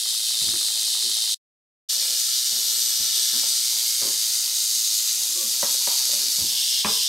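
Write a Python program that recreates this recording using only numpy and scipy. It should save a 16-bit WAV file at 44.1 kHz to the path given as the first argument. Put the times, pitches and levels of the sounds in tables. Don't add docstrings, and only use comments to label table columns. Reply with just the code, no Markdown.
import sys
import numpy as np
from scipy import signal
from scipy.fft import rfft, irfft, next_fast_len
from scipy.io import wavfile
from scipy.ndimage import uniform_filter1d, map_coordinates

SR = 44100
rng = np.random.default_rng(int(sys.argv[2]) if len(sys.argv) > 2 else 0)


def store_wav(level_fs):
    pcm = np.round(np.clip(np.atleast_2d(level_fs), -1, 1) * 32767)
    wavfile.write(sys.argv[1], SR, pcm.T.astype(np.int16))


def invert_db(x):
    u = np.asarray(x, float) / 20
    return 10 ** u


N = 312228


def unit(x):
    return x / np.sqrt(np.mean(x ** 2) + 1e-20)


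def along(points, hz):
    f, v = np.transpose(points)
    return np.interp(np.log(hz + 1), np.log(f + 1), v)


def curves(rows):
    s, *columns = np.transpose(rows)
    return [np.interp(np.arange(N) / SR, s, column) for column in columns]


def wobble(rate):
    knots = rng.standard_normal(int(N * rate / SR) + 4)
    return map_coordinates(knots, [np.arange(N) * rate / SR])


def filtered(x, response):
    m = next_fast_len(N + SR // 2)
    return irfft(rfft(x, m) * response(np.fft.rfftfreq(m, 1 / SR)), m)[..., :N]


def resonance(f, hz, width_hz):
    return 1j * f * width_hz / (hz * hz - f * f + 1j * f * width_hz)


def clashes(phase, crowding, scatter_db):
    bunching = crowding * np.cos(phase) + .2 * crowding * np.cos(phase / 2)
    rate = 13000 * np.exp(bunching) / np.i0(crowding)
    sign = rng.choice([-1, 1], N)
    return (rng.random(N) < rate / SR) * sign * invert_db(scatter_db * rng.standard_normal(N))


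# time in seconds, turns a second.
TAIL_TURNS = [(0, 112), (1.35, 111), (1.9, 116), (2.2, 118), (3.3, 117), (4.15, 114), (4.5, 110),
              (5.05, 111), (5.4, 118), (6, 127), (6.3, 122), (7.08, 123)]
# time in seconds, effort in dB, whip toward the small segments in dB.
SHAKING = [(0, -31.5, -0.5), (.7, -30.5, 0), (1.35, -31.5, -1.5), (1.9, -30, 0), (2.2, -29, 0.5),
           (2.35, -30, -0.5), (2.65, -30, 1), (3.1, -29.5, -1), (3.7, -29.5, 0.5), (4.6, -30.5, 0),
           (5.1, -30.5, 0.5), (5.45, -30.5, 1), (6.05, -29.5, 0), (6.2, -30, -0.5), (6.45, -29.5, 1.5),
           (6.8, -29, 0), (6.92, -26.5, 2), (7.08, -27.5, -0.5)]
# time in seconds, pose (0 near, 1 early, 2 far, 3 lifted).
POSES = [
    (0, 0),
    (1.5, 0),
    (1.7, 1),
    (3.4, 1),
    (3.9, 2),
    (6.36, 2),
    (6.58, 3),
    (7.08, 3),
]
SEGMENT_EDGES_HZ = [3700, 7000, 10500]
SEGMENT_WHIP = (-0.66, -0.6, 0.83, 0.69)
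# big, small and tip segments in dB over the middle ones.
SEGMENT_BALANCE = [
    (-8.5, -5, -6),
    (-10, -5, -6.5),
    (-10.5, -4.5, -6.5),
    (-5.5, -9, -7.5),
]
# Hz, width in Hz, then near, early, far and lifted gain in dB.
SHELL_MODES = [(1341, 70, 2.5, 9, 2, -6), (1705, 99, -1, 6, -1.5, 0), (2915, 110, 3.5, 6, 3.5, -0.5),
               (3624, 81, 2.5, 1.5, 2, 1.5), (4580, 430, -0.5, 0.5, 1, -1.5), (5020, 620, 1.5, 0.5, 0.8, 1),
               (5700, 240, 0, 0.5, -2, 0), (6350, 310, 0.4, -0.7, 1.2, -1.5), (8160, 330, 0.2, 2.5, 2.2, 0)]
# Hz, coherence from 0 to 1.
LIKENESS = [(60, 0.91), (110, 0.83), (200, 0.68), (380, 0.81), (700, 0.3), (1290, 0.85), (2380, 0.77),
            (4400, 0.79), (8120, 0.73), (15000, 0.87)]
# Hz, dB per Hz.
NEAR_COLOUR = [(1000, -45), (1700, -23), (2100, -21.5), (2440, -25), (2510, -15.5), (2810, -18),
               (3110, -8.5), (3280, -7), (3570, -3.5), (4140, -1.5), (5620, -7), (6460, -9), (8230, -4),
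               (9900, -7.5), (15600, -26)]
EARLY_COLOUR = [(760, -29), (1300, -25), (1850, -19.5), (2080, -15), (2560, -18.5), (2960, -9.5),
                (3210, -7), (3950, -2), (5750, -1.5), (7230, -6.5), (8360, -5.5), (9280, -9.5),
                (10600, -13), (12800, -14.5), (15600, -24)]
FAR_COLOUR = [(760, -38), (1300, -23), (1650, -20), (1810, -24.5), (2140, -15.5), (2690, -19), (2860, -14),
              (3420, -10), (3720, -6), (4670, -4), (5630, -3.5), (6450, -3.5), (9980, -8.5), (13300, -11),
              (15600, -20.5)]
LIFTED_COLOUR = [(760, -50), (1300, -34), (1670, -31.5), (1970, -28.5), (2190, -23.5), (2380, -27.5),
                 (2930, -10.5), (3280, -6.5), (4340, -7), (4720, -3), (7010, -8.5), (8450, -7),
                 (10100, -15.5), (12400, -19), (15600, -29)]


def segment_groups(f, m, whip_db, pose):
    phase = 2 * np.pi * np.cumsum(curves(TAIL_TURNS)[0] * (1 + .03 * wobble(20))) / SR
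    edges = [1, *SEGMENT_EDGES_HZ, SR]
    groups = []
    for k, (lag_rad, crowding) in enumerate([(0, .42), (.2, .32), (.5, .36), (.8, .42)]):
        share = 1 / np.sqrt((1 + (edges[k] / (f + 1)) ** 12) * (1 + (f / edges[k + 1]) ** 12))
        contacts = clashes(phase - lag_rad, crowding * (1 + .3 * (pose < .5)), scatter_db=3)
        swing_db = SEGMENT_WHIP[k] * whip_db + 0.404 * wobble(5) + 0.26 * wobble(14)
        groups.append(share * rfft(contacts * invert_db(swing_db), m))
    return groups


def rattle():
    effort_db, whip_db = curves(SHAKING)
    pose = curves(POSES)[0]
    m = next_fast_len(N + SR // 2)
    f, t = np.fft.rfftfreq(m, 1 / SR), np.arange(SR // 4) / SR
    peaks = [np.abs(resonance(f, hz, width)) ** 2 for hz, width, *_ in SHELL_MODES]
    angle = np.arccos(np.clip(along(LIKENESS, f), -1, 1)) / 2
    groups = segment_groups(f, m, whip_db, pose)
    settings = [(NEAR_COLOUR, .95, -6), (EARLY_COLOUR, 1.05, -5),
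                (FAR_COLOUR, .95, -5), (LIFTED_COLOUR, 1.05, -5)]
    heard = 0
    for p, (colour, apart, echo_db) in enumerate(settings):
        shells = 1 + sum((invert_db(row[2:][p]) - 1) * peak for row, peak in zip(SHELL_MODES, peaks))
        echoes = rng.standard_normal((2, len(t))) * invert_db(-60 * t / [[.15], [.3]])
        both, differing = rfft(echoes / np.linalg.norm(echoes, axis=1, keepdims=True), m)
        direct = 1 + invert_db(echo_db) * both / np.sqrt(1 + (f / 3500) ** 2)
        ports = np.array([np.cos(apart * angle) * direct, np.sin(apart * angle) * (differing + 0.19)])
        path = shells * (f / (f + 250)) ** 2 * invert_db(along(colour, f)) * ports
        power = (abs(path) ** 2).sum(axis=0)
        big_db, small_db, tip_db = SEGMENT_BALANCE[p]
        mix = 0
        for db, group in zip((big_db, 0, small_db, tip_db), groups):
            mix = mix + invert_db(db) * group / np.sqrt(abs(group) ** 2 @ power)
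        presence = np.clip(1 - abs(pose - p), 0, 1) ** 1.07
        heard = heard + presence * irfft(mix * path, m)[:, :N]
    mid, side = np.sqrt(2 * m * N) * heard * invert_db(effort_db + 0.47 * wobble(30) + 0.086 * wobble(20))
    return np.array([mid + side, mid - side])


# start in seconds, end in seconds, first Hz, last Hz, gain in dB.
PASSING_MODES = [(-2.5, .5, 4000, 4100, -1), (-2, 1.4, 4200, 4300, 0.5), (2.7, 3, 7900, 8200, 2),
                 (3, 3.9, 8100, 8700, 2), (5, 3.95, 8800, 8800, 3), (3.7, 4.3, 8050, 7900, 1),
                 (5.2, 6.9, 8600, 8600, 1), (2.9, 2.9, 5900, 5500, 2), (2.5, 3.5, 6200, 5800, 1.5),
                 (1.5, 3.4, 7000, 6700, 2), (4, 4.36, 6800, 6450, 1.5), (4.5, 5.5, 6550, 6300, 3),
                 (8, 5.6, 6450, 6200, 0.7), (5.8, 6.5, 6000, 6400, -1), (2.6, 3.7, 7100, 7200, -1.5),
                 (4.5, 5.5, 7300, 7200, 3), (3.5, 5.1, 4800, 4400, 2.5), (4, 6.3, 4400, 4150, -2),
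                 (5, 7.1, 4750, 5200, -0.5), (5.5, 6.95, 4350, 4700, 4.5), (6, 7.7, 5200, 5100, 2.5),
                 (4.5, 5.3, 3900, 4400, 2.2), (7, 11, 3300, 3600, 2), (3, 3.34, 3900, 3400, 3.5),
                 (5.1, 6, 3400, 3300, 4.5), (2.4, 3.35, 13000, 13100, 3.5), (2.5, 3.5, 12200, 11700, 4),
                 (5, 4.4, 16000, 13500, 4), (4, 4.3, 11400, 10700, 1.5), (5, 6, 13000, 13000, 2),
                 (5.5, 6.7, 11200, 11400, 2.5), (2.5, 3.2, 9200, 9200, 0), (3.5, 3.17, 1660, 1700, 7),
                 (4.5, 3.53, 1700, 1700, 5), (4, 4.25, 1720, 1700, 8), (3, 6.55, 1700, 1500, -9),
                 (4, 6.55, 2250, 2170, -13), (1.85, 2.4, 2400, 2500, 5), (3.5, 4.3, 3200, 3160, 4)]


def turning(x):
    hz, t, z = signal.stft(x, SR, nperseg=1024)
    gain_db = np.zeros(z.shape[1:])
    for start, end, from_hz, to_hz, db in PASSING_MODES:
        u = np.clip((t - start) / (end - start), 0, 1)
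        centre_hz = from_hz + (to_hz - from_hz) * u
        off = (hz[:, None] / centre_hz - 1) / .03
        gain_db += db * np.sqrt(np.sin(np.pi * u).clip(0)) * np.exp(-off ** 2 / 2)
    return signal.istft(z * invert_db(gain_db), SR, nperseg=1024)[1][:, :N]


# time in seconds, peak in dB.
SINGLE_TAPS = [(0.058, -36), (.201, -40), (.236, -43), (.412, -39), (.485, -38), (.513, -41), (.825, -37),
               (.879, -38), (1.022, -38)]
# time in seconds, first peak in dB.
DOUBLE_TAPS = [(0.128, -41), (0.286, -39), (.341, -39), (.539, -37), (.612, -37.5), (.684, -36),
               (.754, -40.5), (.949, -38.5), (1.094, -41.5), (1.165, -38), (1.221, -40.5), (1.275, -40.5)]
# Hz, width in Hz, level in dB.
WALL_MODES = [(647, 200, 1.5), (950, 250, -1.5), (1247, 260, 1.7), (1750, 320, -0.5), (2140, 320, 1)]


def taps():
    swing_s, again_db = .018, -1
    again = [(s + swing_s, db + again_db) for s, db in DOUBLE_TAPS]
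    blows, t = np.zeros(N + SR), np.arange(SR // 100) / SR
    for s, db in [*SINGLE_TAPS, *DOUBLE_TAPS, *again]:
        scuff = rng.standard_normal(len(t)) * invert_db(-60 * t / .011)
        strength = np.linalg.norm(uniform_filter1d(scuff, size=12)) * 3.26
        blows[round(s * SR):][:len(t)] += invert_db(db + 31.5) * scuff / strength

    def wall(f):
        modes = sum((-1) ** k * invert_db(db) * resonance(f, hz, width)
                    for k, (hz, width, db) in enumerate(WALL_MODES))
        return modes * (1j * f / (450 + 1j * f)) ** 2

    return filtered(blows[:N], wall)


# Hz, time to fall 60 dB in seconds.
ROOM_DECAY = [(150, 0.15), (1000, 0.38), (5000, 0.11), (14000, 0.062)]


def room(x, start, apart):
    hz, t, z = signal.stft(rng.standard_normal((2, SR // 2)), SR, nperseg=256)
    decay = invert_db(-60 * t / along(ROOM_DECAY, hz)[:, None])
    widths = np.array([hz ** 0, hz ** 2 / (hz ** 2 + 800 ** 2) + .12])[..., None]
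    tail = signal.istft(z * decay * widths, SR, nperseg=256)[1]
    late = np.pad(x, (int(start * SR), 0))[None]
    mid, side = signal.fftconvolve(late, tail / np.linalg.norm(tail[0]), axes=1)[:, :len(x)]
    return np.array([mid + apart * side, mid - apart * side])


# time in seconds, peak in dB, crack in Hz,
# 60 dB decay in seconds, ringing in relative dB.
KNOCK_EVENTS = [(3.333, -32, 273, 0.27, -11), (3.433, -31.5, 860, 0.08, -6), (4.018, -29, 503, 0.41, -9.5),
                (5.627, -19.5, 920, 0.13, 1.5), (5.748, -34, 503, .06, -9),
                (5.873, -20.5, 950, 0.067, -2.5), (6.094, -34, 550, 0.11, -10),
                (6.133, -31.5, 580, .07, -7.5), (6.527, -39, 880, 0.065, -9),
                (6.721, -42.5, 490, 0.052, -10), (6.8463, -8.5, 950, 0.15, -4)]
# Hz, level in dB, 60 dB decay in seconds.
TUBE_MODES = [(209, -8.5, 0.3), (561, 8, 0.15), (946, -4.5, 0.21), (1314, -6, 0.22), (1390, -17, .2),
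              (1580, -20, 0.3), (1917, -8, 0.22)]
# Hz, level in dB, 60 dB decay in seconds.
TUB_MODES = [(205, -0.5, 0.4), (385, -12, .5), (430, 0.5, 0.4), (608, -4.5, 0.4), (750, -10, .3),
             (875, -10.5, 0.35), (980, -8, 0.25), (1085, -7.5, .3), (1197, -8.5, 0.4), (1342, -10.5, .2),
             (1576, -13.5, 0.2), (1785, -4, 0.13), (2105, -11.5, 0.2)]


def knocks():
    out, t = np.zeros((2, N + SR)), np.arange(SR // 2) / SR
    dull = signal.butter(2, [300, 1800], "band", fs=SR)
    bright = signal.butter(2, [900, 3000], "band", fs=SR)
    for s, db, crack_hz, t60, ring_db in KNOCK_EVENTS:
        hardest = s > 6.8
        modes, edge_db = (TUB_MODES, -6.5) if hardest else (TUBE_MODES, -8.5)
        tilt = [(200, 3), (390, -3), (crack_hz, 2), (1300, -2), (1800, min(edge_db + 13, 2))]
        ring = 0
        for hz, level, life in modes:
            drift = 2.4 * min(hz / 600, 1) * np.cumsum(rng.standard_normal(len(t))) / np.sqrt(SR / 30)
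            fall_db = level + along(tilt, hz) + ring_db - 60 * t / min(0.5 * life, t60)
            ring = ring + invert_db(fall_db) * np.sin(2 * np.pi * hz * t + drift)
        noise = unit(signal.lfilter(*dull, rng.standard_normal(len(t))))
        body = 1.27 * noise * invert_db(-5.0 - 60 * t / (0.69 * t60))
        edge_hz = 2500 if hardest else 2150 if s > 5.8 else 1450
        crack = invert_db(edge_db + 15 - 60 * t / 0.011) * np.sin(2 * np.pi * edge_hz * t)
        crack += invert_db(10.2 - 60 * t / 0.014) * np.sin(2 * np.pi * crack_hz * t)
        click = unit(signal.lfilter(*bright, rng.standard_normal(len(t))))
        crack += invert_db(6 - 60 * t / 0.0065) * click
        hit = (ring + body) * (1 - np.exp(-t / 0.0027)) + crack * (1 - np.exp(-(t / 0.00063) ** 2))
        hit = invert_db(db - 8.0) * hit
        spread = hit - invert_db(db - 7.5) * .65 * ring * (1 - np.exp(-t / .0025))
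        ports = hit * invert_db([[-.8], [.8]])
        out[:, round(s * SR):][:, :len(t)] += ports + invert_db(-6.5) * room(spread, start=.008, apart=1.04)
    return out[:, :N]


# start in seconds, length in seconds.
RUB_STROKES = [(.53, .06), (.465, .03), (.59, .05), (1.03, .085), (1.03, .1), (1.9, .4), (2.5, .15),
               (2.7, .3), (3.33, .1), (4.02, .12), (4.02, .1), (4.03, .1), (4.74, .1), (5.29, .05),
               (5.35, .11), (5.355, .075), (5.43, .07), (5.365, .05), (5.4, .05), (5.43, .12), (5.64, .15),
               (5.805, .045), (5.9, .07), (5.985, .04), (6.1, .12), (6.18, .2), (6.39, .1), (6.86, .16)]
# Hz, width in Hz, level in dB.
RUB_MODES = [(337, 50, -46), (350, 60, -52), (350, 60, -58), (350, 180, -50), (210, 34, -54),
             (550, 220, -55.5), (300, 610, -52.5), (353, 340, -59), (254, 69, -47), (310, 280, -44.5),
             (520, 60, -48), (1074, 28, -51), (210, 32, -63), (286, 43, -56), (1126, 78, -51),
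             (351, 43, -47), (315, 60, -54), (525, 60, -52), (520, 52, -44), (223, 30, -50.5),
             (230, 71, -57), (980, 90, -52), (795, 400, -47), (950, 250, -49), (211, 51, -52.5),
             (307, 440, -53.5), (199, 260, -53), (432, 43, -45)]


def rubs():
    out, settle = np.zeros(N), SR // 5
    for (s, length), (hz, width_hz, db) in zip(RUB_STROKES, RUB_MODES):
        u = np.linspace(0, 1, round(length * SR))
        mode = signal.iirpeak(hz, hz / width_hz, SR)
        noise = rng.standard_normal(len(u) + settle)
        tone = signal.lfilter(*mode, signal.lfilter(*mode, noise))[settle:]
        out[round(s * SR):][:len(u)] += invert_db(db) * np.sin(np.pi * u ** .6) * unit(tone)
    return out


# time in seconds, peak in dB, pitch in Hz, 60 dB decay in seconds.
FOOTFALLS = [(.416, -28, 150, 0.067), (0.432, -33, 100, 0.13), (.452, -40.5, 150, .1),
             (.468, -30, 85, 0.33), (0.532, -33, 91, 0.16), (2.519, -44, 121, 0.38), (2.599, -54, 70, .2),
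             (2.998, -35.5, 85, 0.24), (3.175, -33.5, 400, 0.042), (3.841, -50, 60.5, 0.68),
             (4.023, -36.5, 90, 0.26), (5.63, -35, 90, 0.15), (6.382, -29.5, 180, 0.1),
             (6.396, -31, 200, .08), (6.406, -28, 85, 0.37), (6.438, -39, 95, .2), (6.852, -25, 79, 0.31)]


def thuds():
    out, t = np.zeros(N + SR), np.arange(SR // 2) / SR
    for s, db, hz, t60 in FOOTFALLS:
        band = signal.butter(2, [.7 * hz, 3.5 * hz], "band", fs=SR)
        puff = unit(signal.lfilter(*band, rng.standard_normal(len(t))))
        push = np.sin(2 * np.pi * hz * t) * invert_db(-60 * t / .14)
        onset = 1 - np.exp(-t / .005)
        out[round(s * SR):][:len(t)] += invert_db(db - 60 * t / t60) * (push + 0.28 * puff) * onset
    return out[:N]


# time in seconds, floor rumble in dB.
HANDLER_STIR = [(0, -88.5), (.38, -110), (.5, -62.5), (.85, -75), (1.15, -69), (1.3, -100), (2.0, -82),
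                (2.45, -104), (2.6, -68.5), (3.9, -64.5), (4.35, -74.5), (4.7, -97), (5.1, -75), (5.4, -65),
                (5.8, -68), (6.05, -70), (6.5, -63.5), (7.08, -65)]
# Hz, dB per Hz.
MURMUR_SPECTRUM = [(59, -59), (100, -11), (216, -4.5), (709, -4), (973, 0.5), (1060, -9.5), (1370, -9),
                   (1810, -19), (2140, -10), (2700, 1.5), (3510, -38.5), (5940, -120)]
# Hz, dB per Hz.
RUMBLE_SPECTRUM = [(15, -56), (35, -15.5), (55, 1), (85, 5.5), (150, -9.5), (250, -36)]


def air():
    stir_db, t = curves(HANDLER_STIR)[0], np.arange(N) / SR
    swell = sum((t > s) * invert_db(db - 27 - 60 * abs(t - s) / .22) for s, db, *_ in FOOTFALLS)
    murmur = invert_db(-55 + 0.14 * (stir_db + 72.5)) + swell
    layers = [(MURMUR_SPECTRUM, murmur, 1.5, .27), (RUMBLE_SPECTRUM, invert_db(stir_db), 4.5, .33)]
    out = 0
    for spectrum, level, lumpy_db, apart in layers:
        mid, side = filtered(rng.standard_normal((2, N)), lambda f: invert_db(along(spectrum, f)))
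        ports = unit(np.array([mid + apart * side, mid - apart * side]))
        out = out + level * invert_db(lumpy_db * wobble(10)) * ports
    return out


def scene():
    tail, small = turning(rattle()), taps() + thuds() + rubs()
    return tail + knocks() + small + invert_db(-10) * room(small, start=.01, apart=.6) + air()


# start in seconds, end in seconds.
WIDE_MOMENTS = [(.08, .18), (.42, .52), (1.13, 1.23), (1.32, 2.02), (2.17, 2.37), (2.68, 3.22),
                (3.32, 3.64)]
# Hz, near share, far share, both from 0 to 1.
WIDTH_KEPT = [(1200, .75, .7), (1400, .03, .5), (2600, .05, .55), (2800, 1, 1), (4500, 1, 1),
              (4700, .03, .08), (8800, .05, .18), (9800, .2, .75), (11200, .15, .75), (11800, .02, .03)]


def narrowed(x):
    mid, side = (x[0] + x[1]) / 2, (x[0] - x[1]) / 2
    hz, t, z = signal.stft(side, SR, nperseg=1024)
    band = np.where(hz < 2800, hz // 170, 9 + hz // 400).astype(int)
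    block = np.arange(len(t)) // 4
    luck = rng.random((band.max() + 1, len(t) // 4 + 1))[band][:, block]
    edge_hz, near, far = np.transpose(WIDTH_KEPT)
    near_share = np.interp(hz, edge_hz, near)[:, None]
    far_share = np.interp(hz, edge_hz, far)[:, None]
    change_s = np.where(hz < 2800, 1.6, 2.66)[:, None]
    share = np.where(t < change_s, near_share, far_share)
    wide = sum((t > a) & (t < b) for a, b in WIDE_MOMENTS) * (hz[:, None] > 2800)
    side = signal.istft(z * ((luck < share) | (wide > 0)), SR, nperseg=1024)[1][:N]
    return np.array([mid + side, mid - side])


def cut():
    out_s, in_s, fade_s, remnant_s = 1.3445, 1.887, .011, .035
    t = np.arange(N) / SR
    gone = np.clip((t - out_s) / remnant_s, 0, 3)
    remnant = invert_db(-22 - 12 * gone - 30 * gone ** 4)
    fade_in = np.clip((t - in_s) / fade_s, 0, 1)
    return np.where(t < out_s, 1, np.where(t < in_s, remnant, fade_in))


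def band_limit(x):
    return signal.sosfilt(signal.butter(12, 16120, fs=SR, output="sos"), x)


# time in seconds, gain in dB.
GAIN_DUCK = [
    (6.8, -0.5),
    (6.825, -3),
    (6.846, -4.5),
    (6.862, -4),
    (6.92, -2.5),
]


def record(dry):
    heard = narrowed(filtered(dry, lambda f: (f < 15780) * (1j * f / (65 + 1j * f)) ** 2))
    return band_limit(heard * invert_db(curves(GAIN_DUCK)[0]) * cut())


dry = scene()
out = record(dry)
store_wav(out)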